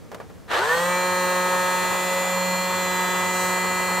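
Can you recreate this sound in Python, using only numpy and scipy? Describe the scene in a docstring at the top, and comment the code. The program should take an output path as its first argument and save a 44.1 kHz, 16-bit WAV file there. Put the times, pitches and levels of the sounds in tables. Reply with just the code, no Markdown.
"""Robot vacuum starting up

A quiet room, a stereo pair of microphones just above the lid. A finger clicks the plastic button;
the small suction motor kicks in with a rattle and spins up to a steady whine. Shaft harmonics sweep
through the housing's resonances, the brushes buzz and scrape once a turn, and air churns in the fan."""
import sys
import numpy as np
from scipy import signal
from scipy.fft import rfft, irfft
from scipy.io import wavfile

SR = 44100
rng = np.random.default_rng(int(sys.argv[2]) if len(sys.argv) > 2 else 0)


def int16_out(signal):
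    """Quantize to a 16-bit WAV file."""
    q = np.round(np.clip(np.atleast_2d(signal).T, -1, 1) * 32767)
    wavfile.write(sys.argv[1], SR, q.astype(np.int16))


N = 176400


def undb(db):
    """Decibels to gain."""
    return np.exp(np.asarray(db) * np.log(10) / 20)


def curve(t, table, column=1):
    """One column of a table over time, joined by straight lines."""
    rows = np.array(table, float)
    return np.interp(t, rows[:, 0], rows[:, column])


def at_hz(hz, table, column=1):
    """One column of a spectrum, on a log-frequency axis."""
    rows = np.array(table, float)
    return np.interp(np.log(np.maximum(hz, 1)), np.log(rows[:, 0]), rows[:, column])


def wander(per_s):
    """A smooth glide through per_s random values a second, with a spread near 1."""
    points = rng.standard_normal(2048)
    grid = np.linspace(0, N, 4096)
    place = grid * per_s / SR
    i = place.astype(int)
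    part = place - i
    ease = part * part * (3 - 2 * part)
    return np.interp(np.arange(N), grid, points[i] + np.diff(points)[i] * ease)


def stereo_tone(phase, db, pan_db, lead):
    """One harmonic at the two microphones: the left is pan_db louder and lead radians ahead."""
    peak = np.sqrt(2) * undb(db)
    return np.array([peak * undb(s * pan_db / 2) * np.cos(phase + s * lead / 2) for s in (1, -1)])


# Stereo width at the microphones. Each row: frequency in Hz, side against mid in dB.
STEREO_WIDTH = [(30, -2), (70, -6), (150, 10), (500, -5), (1100, -9.5), (2200, -5), (5000, -11),
                (9000, -2.5), (14000, -3)]

def noise(colour):
    """Stereo noise of rms 1, coloured by rows of frequency in Hz and relative density in dB."""
    hz = np.arange(N // 2 + 1) * SR / N
    mid, side = rfft(rng.standard_normal((2, N))) * undb(at_hz(hz, colour))
    side = side * undb(at_hz(hz, STEREO_WIDTH))
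    out = irfft(np.array([mid + side, mid - side]), N)
    return out / out.std()


# The room around the vacuum. Each row: frequency in Hz, relative noise density in dB.
ROOM_COLOUR = [(20, -19), (45, -15), (65, -1), (80, -2.5), (98, 4.5), (120, -4.5), (200, -3.5), (350, -7),
               (480, -5.5), (700, -13), (1200, -16), (2800, -25.5), (7000, -29.5), (15000, -37)]

def room_tone():
    """The faint, steady rumble of a quiet room."""
    return undb(-42.5) * noise(ROOM_COLOUR)


# The shaking housing. Each row: frequency in Hz, relative noise density in dB.
RATTLE_COLOUR = [(100, -22), (300, -28), (450, -2), (750, -2), (1000, 0.5), (1400, -0.5), (1800, -0.5),
                 (2200, -9.5), (3000, -10.5), (4200, -13), (5200, -21), (7500, -24), (11000, -33.5),
                 (13500, -30), (15500, -47)]

def rattle(age, attack_s=0.043, fade_from_s=0.088, fade_s=0.23):
    """The starting torque shakes the housing; the chatter fades as the motor gets up to speed."""
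    attack = np.minimum(age / attack_s, 1) ** 1.45
    fade = np.exp(-np.maximum(age - fade_from_s, 0) / fade_s)
    rough_db = 2.5 * wander(260)
    return attack * fade * undb(-22.5 + rough_db) * noise(RATTLE_COLOUR)


# Modes of the plastic lid. Each row: frequency in Hz, relative level in dB, seconds to fall 60 dB.
LID_MODES = [(175, -7, .2), (455, -2.5, 0.23), (580, -5, 0.1), (740, -6, .16), (950, -12, 0.073),
             (1160, -6, 0.064), (1647, -12, .12), (1710, -8, 0.061), (2390, -18, .1), (4480, -29, .08)]
# The button, close up. Each row: start in seconds, gain of knock and ring in dB, tick level in dB.
BUTTON_CLICKS = [(0.1165, -34, -40), (0.127, -38, -54), (0.1455, -36.5, -34), (0.183, -48, -60),
                 (0.2008, -30, -55), (0.298, -39.5, -53)]

def button(t, tick_decay_s=0.0057, knock_decay_s=0.022):
    """Each click is a sharp tick, a knock in the housing and a short ring of the lid."""
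    tick_noise = noise([(300, 2), (2000, 2), (5000, -5.5), (15000, -13)])
    knock_noise = noise(RATTLE_COLOUR[:3] + [(1200, -8.5), (3000, -26), (15000, -47)])
    out = 0
    for start, body_db, tick_db in BUTTON_CLICKS:
        age = np.maximum(t - start, 0)
        ring = 0
        for hz, db, t60 in LID_MODES:
            decay = undb(-60 * age / t60)
            ring += undb(db) * rng.choice([-1, 1]) * np.sin(2 * np.pi * hz * age) * decay
        knock = undb(-4.5) * knock_noise * np.exp(-age / knock_decay_s)
        tick = undb(tick_db) * tick_noise * np.exp(-age / tick_decay_s)
        out += (t >= start) * (undb(body_db) * (0.5 * ring + knock) + tick)
    return out


# The rubbing brushes. Each row: frequency in Hz, relative noise density in dB.
SCRAPE_COLOUR = [(500, -2), (1200, 36), (2200, -21), (4200, 21), (5200, 3), (7300, 3), (10500, -15),
                 (13500, -6), (15500, -9)]

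def brush_scrape(spin, angle, sharpness=1.3):
    """The brushes scrape once a turn, harder under the starting current."""
    contact = np.exp(sharpness * np.cos(angle))
    contact /= np.sqrt(np.mean(contact ** 2))
    load_db = 9 * np.sqrt(1 - spin)
    return spin * undb(-41 + load_db) * contact * noise(SCRAPE_COLOUR)


# Air in the fan. Each row: frequency in Hz, relative noise density in dB.
AIR_COLOUR = [(120, -26.5), (200, -14), (330, -14), (470, -4), (660, -5.5), (800, -5), (980, 1.5),
              (1250, -5.5), (1450, -8.5), (1800, -9.5), (2150, -17), (2650, -10), (3300, -19.5),
              (4300, -22.5), (5200, -22.5), (7500, -20.5), (9700, -27), (12000, -30), (13400, -22),
              (15500, -33)]

def fan_air(spin, angle, churn_below_hz=2190):
    """Air churns in the lower band and hisses above it, all pulsing with each turn of the fan."""
    flow = noise(AIR_COLOUR)
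    hz = np.arange(N // 2 + 1) * SR / N
    low = irfft(rfft(flow) / (1 + (hz / churn_below_hz) ** 6), N)
    hiss = flow - low
    churn = low * undb(1.77 * wander(60))
    pulse = 1 + 0.32 * np.cos(angle)
    return spin ** 2 * undb(-30.5) * (churn + hiss) * pulse


def flare_db(spin):
    """Random rises and dips of a climbing harmonic, as from crossing many small resonances."""
    climbing = np.minimum(3 * np.sqrt(np.abs(1 - spin)), 1)
    return 7 * climbing * (np.tanh(wander(40)) - 0.3)


# Slow swells of the tones. Each row: time in seconds, then gain in dB for each of the
# SWELLING_ORDERS in turn, for harmonics 5-10 together, and for the brush buzz.
SWELL_GAINS = [(0.8, 3.5, -4, 3, 2.5, 8, 6, -8, 2, 1.5), (1.0, -3, 3.5, 2, -2.5, -3, 5, -2, 2, -1.5),
               (1.25, -1, 2, 2.5, -1.5, -6, 1, -12, 2.5, 0.5), (1.6, 0, 1, 1.5, -3, 1, -1, -2, 3, 0),
               (1.85, -0.5, 0.5, -4.5, 0.5, 3.5, 1, 0, 0.5, 0),
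               (2.0, -3, 2.5, -2.5, 1, 5.5, -5, 0.5, -1.5, 0.5),
               (2.17, -1.5, -4, 2.5, 1, 4.5, -2, 1, -3, 0), (2.27, -1, -3, 0, 1.5, 6, -4, 4.5, -3, 0),
               (2.38, 2.5, -13, 4, 0, -1, 2, 2, -2, -1), (2.58, 2.5, -7.5, -1, 1, -10, 4, 3.5, -2, -0.5),
               (2.7, -1, -3, -1.5, -2, 5, 2, -3, -1.5, -1), (2.82, 0, 0.5, 0, 0.5, 3, 0, 2, -2.5, 0.5),
               (3.0, -0.5, 3.5, -8.5, 1, 4, -10, -2, 0, 0.5), (3.19, 0.5, 2.5, -3, 1, 6, -9, -5, 0.5, 0.5),
               (3.28, 0.5, 3, -5, 3.5, -1, -4, 1, -3, -0.5), (3.42, 0.5, 3, -1.5, 1, -16.5, -1, 0, 0, 4),
               (3.62, 0, 3, -6.5, 3, -5, 1, 0.5, -1, -1), (3.88, 0, 1, -6, 2, -17, 2, -1, -1, -1)]
SWELLING_ORDERS = (1, 2, 3, 11, 19, 23, 39)
# The brush buzz. Each row: frequency in Hz, base level of a harmonic in dB, left minus right in dB.
BUZZ_COLOUR = [(2360, -52.5, 3.5), (4730, -54.5, 5), (5130, -65, -18), (5700, -55.5, 3.5), (7000, -55, 4),
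               (8300, -49, -9), (9350, -60.5, -1), (10100, -59, -4), (11800, -65, -2), (13400, -52, 2),
               (14000, -56.5, 7), (15500, -67, 3)]

def brush_buzz(t, speed, spin, angle, order_limit=86):
    """The brushes snap once a turn: a smeared pulse whose harmonics slide under a fixed colour."""
    out = 0
    settled = spin ** 10  # single harmonics stand out only at a steady speed
    for k in range(1, order_limit):
        if k in WHINE_ORDERS:
            continue
        scatter, smear, lead = rng.standard_normal(3)
        uneven_db = 2 * scatter + 3.5 * wander(2.37)
        db = at_hz(k * speed, BUZZ_COLOUR) + settled * uneven_db + flare_db(spin)
        phase = k * angle + 1.29 * smear + 0.61 * wander(2.48)
        pan_db = at_hz(k * speed[-1], BUZZ_COLOUR, column=2)
        spread = 0.84 * np.sqrt(2 * k / order_limit)  # the microphones differ more toward the treble
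        out += stereo_tone(phase, db, pan_db, spread * lead)
    return out * undb(curve(t, SWELL_GAINS, column=-1)) * spin ** 2.5


# Resonances of the housing. Each row: centre in Hz, width in Hz, lift in dB.
HOUSING_RESONANCES = [(180.7, 16, 16), (372, 39, 11.5), (499, 140, 11.5), (955, 170, 8), (1495, 64, 11.5),
                      (1797, 110, 12.5), (2343, 73, 17), (3240, 180, 11), (4270, 180, 15), (7200, 400, -2)]

def housing_db(hz):
    """The lift that the housing's resonances give a tone."""
    return sum(db / (1 + (2 * (hz - centre) / width) ** 2) for centre, width, db in HOUSING_RESONANCES)


# The strong shaft harmonics, as multiples of the shaft speed.
WHINE_ORDERS = (1, 2, 3, 4, 5, 6, 7, 8, 9, 10, 11, 12, 13, 15, 17, 18, 19, 23, 25, 37, 39, 40, 46, 73, 76)
# Those harmonics from above the lid. Each row: base level at running speed in dB, left minus right in dB.
WHINE_LEVELS = [(-35.5, -1.5), (-39.5, -2.5), (-30.5, 0), (-42, -2), (-31.5, -4), (-38, 0), (-32, 4),
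                (-46, -1), (-37, -4.5), (-37, 5), (-33.5, -0.5), (-56.5, -23), (-38, -1), (-45.5, 1),
                (-46, 0), (-46, -0.5), (-46.5, -4), (-39.5, -1), (-48, -2), (-47, -15), (-40, -2.5),
                (-44, -4), (-49.5, 12), (-51.5, 8), (-50.5, 8)]

def whine(t, speed, running, angle, whistle_above_hz=2500):
    """Strong shaft harmonics, each swelling as it passes a resonance of the housing."""
    out = 0
    spin = speed / running
    caught = 1 / (1 + ((1 - spin) / 0.05) ** 2)  # one half at 5 % off the running speed
    for k, (db, pan_db) in zip(WHINE_ORDERS, WHINE_LEVELS):
        hz = k * speed
        if k in SWELLING_ORDERS:
            db += curve(t, SWELL_GAINS, column=1 + SWELLING_ORDERS.index(k))
        elif 5 <= k <= 10:
            db += curve(t, SWELL_GAINS, column=-2)
        db -= housing_db(k * running)  # the base level includes the lift at running speed
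        if hz[-1] > whistle_above_hz:  # high tones follow the buzz's colour until near full speed
            sweeping_db = at_hz(hz, BUZZ_COLOUR) + 1 + flare_db(spin)
            db = caught * db + (1 - caught) * sweeping_db
        waver_db = 0.82 * wander(2.37) + 0.93 * wander(35)
        db += housing_db(hz) + waver_db
        lead = 0.145 * pan_db * rng.choice([-1, 1])  # off-centre tones also differ in phase
        out += stereo_tone(k * angle + rng.uniform(0, 2 * np.pi), db, pan_db, lead)
    return out * spin ** 1.8 * undb(-0.5)


# The speed the shaft settles on. Each row: time in seconds, speed in turns per second.
RUNNING_SPEED = [(1.0, 182.0), (1.28, 181.4), (1.75, 181.9), (2.3, 182.3), (2.76, 183.0), (2.9, 182.3),
                 (3.2, 182.2), (3.32, 182.6), (4.0, 182.6)]

def motor(t, start_s=0.476, spin_up_s=0.108):
    """The shaft closes in exponentially on its running speed, driving the brushes and the fan."""
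    age = np.maximum(t - start_s, 0)
    running = curve(t, RUNNING_SPEED)
    spin = 1 - np.exp(-age / spin_up_s)  # share of the running speed
    jitter = 0.00044 * wander(29.83)
    judder = 0.0198 * np.sqrt(1 - spin) * wander(120.7)  # only while accelerating
    speed = running * spin * (1 + jitter + judder)
    angle = 2 * np.pi * np.cumsum(speed) / SR
    tones = whine(t, speed, running, angle) + brush_buzz(t, speed, spin, angle)
    return tones + fan_air(spin, angle) + brush_scrape(spin, angle) + rattle(age)


def scene():
    """Button and motor close under the microphones, the room behind them."""
    t = np.arange(N) / SR
    return button(t) + motor(t) + room_tone()


def record(dry, top_hz=15650):
    """The recorder cuts the top with a steep low-pass."""
    return signal.sosfilt(signal.ellip(10, 0.2, 80, top_hz, fs=SR, output="sos"), dry)


dry = scene()
out = record(dry)
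int16_out(out)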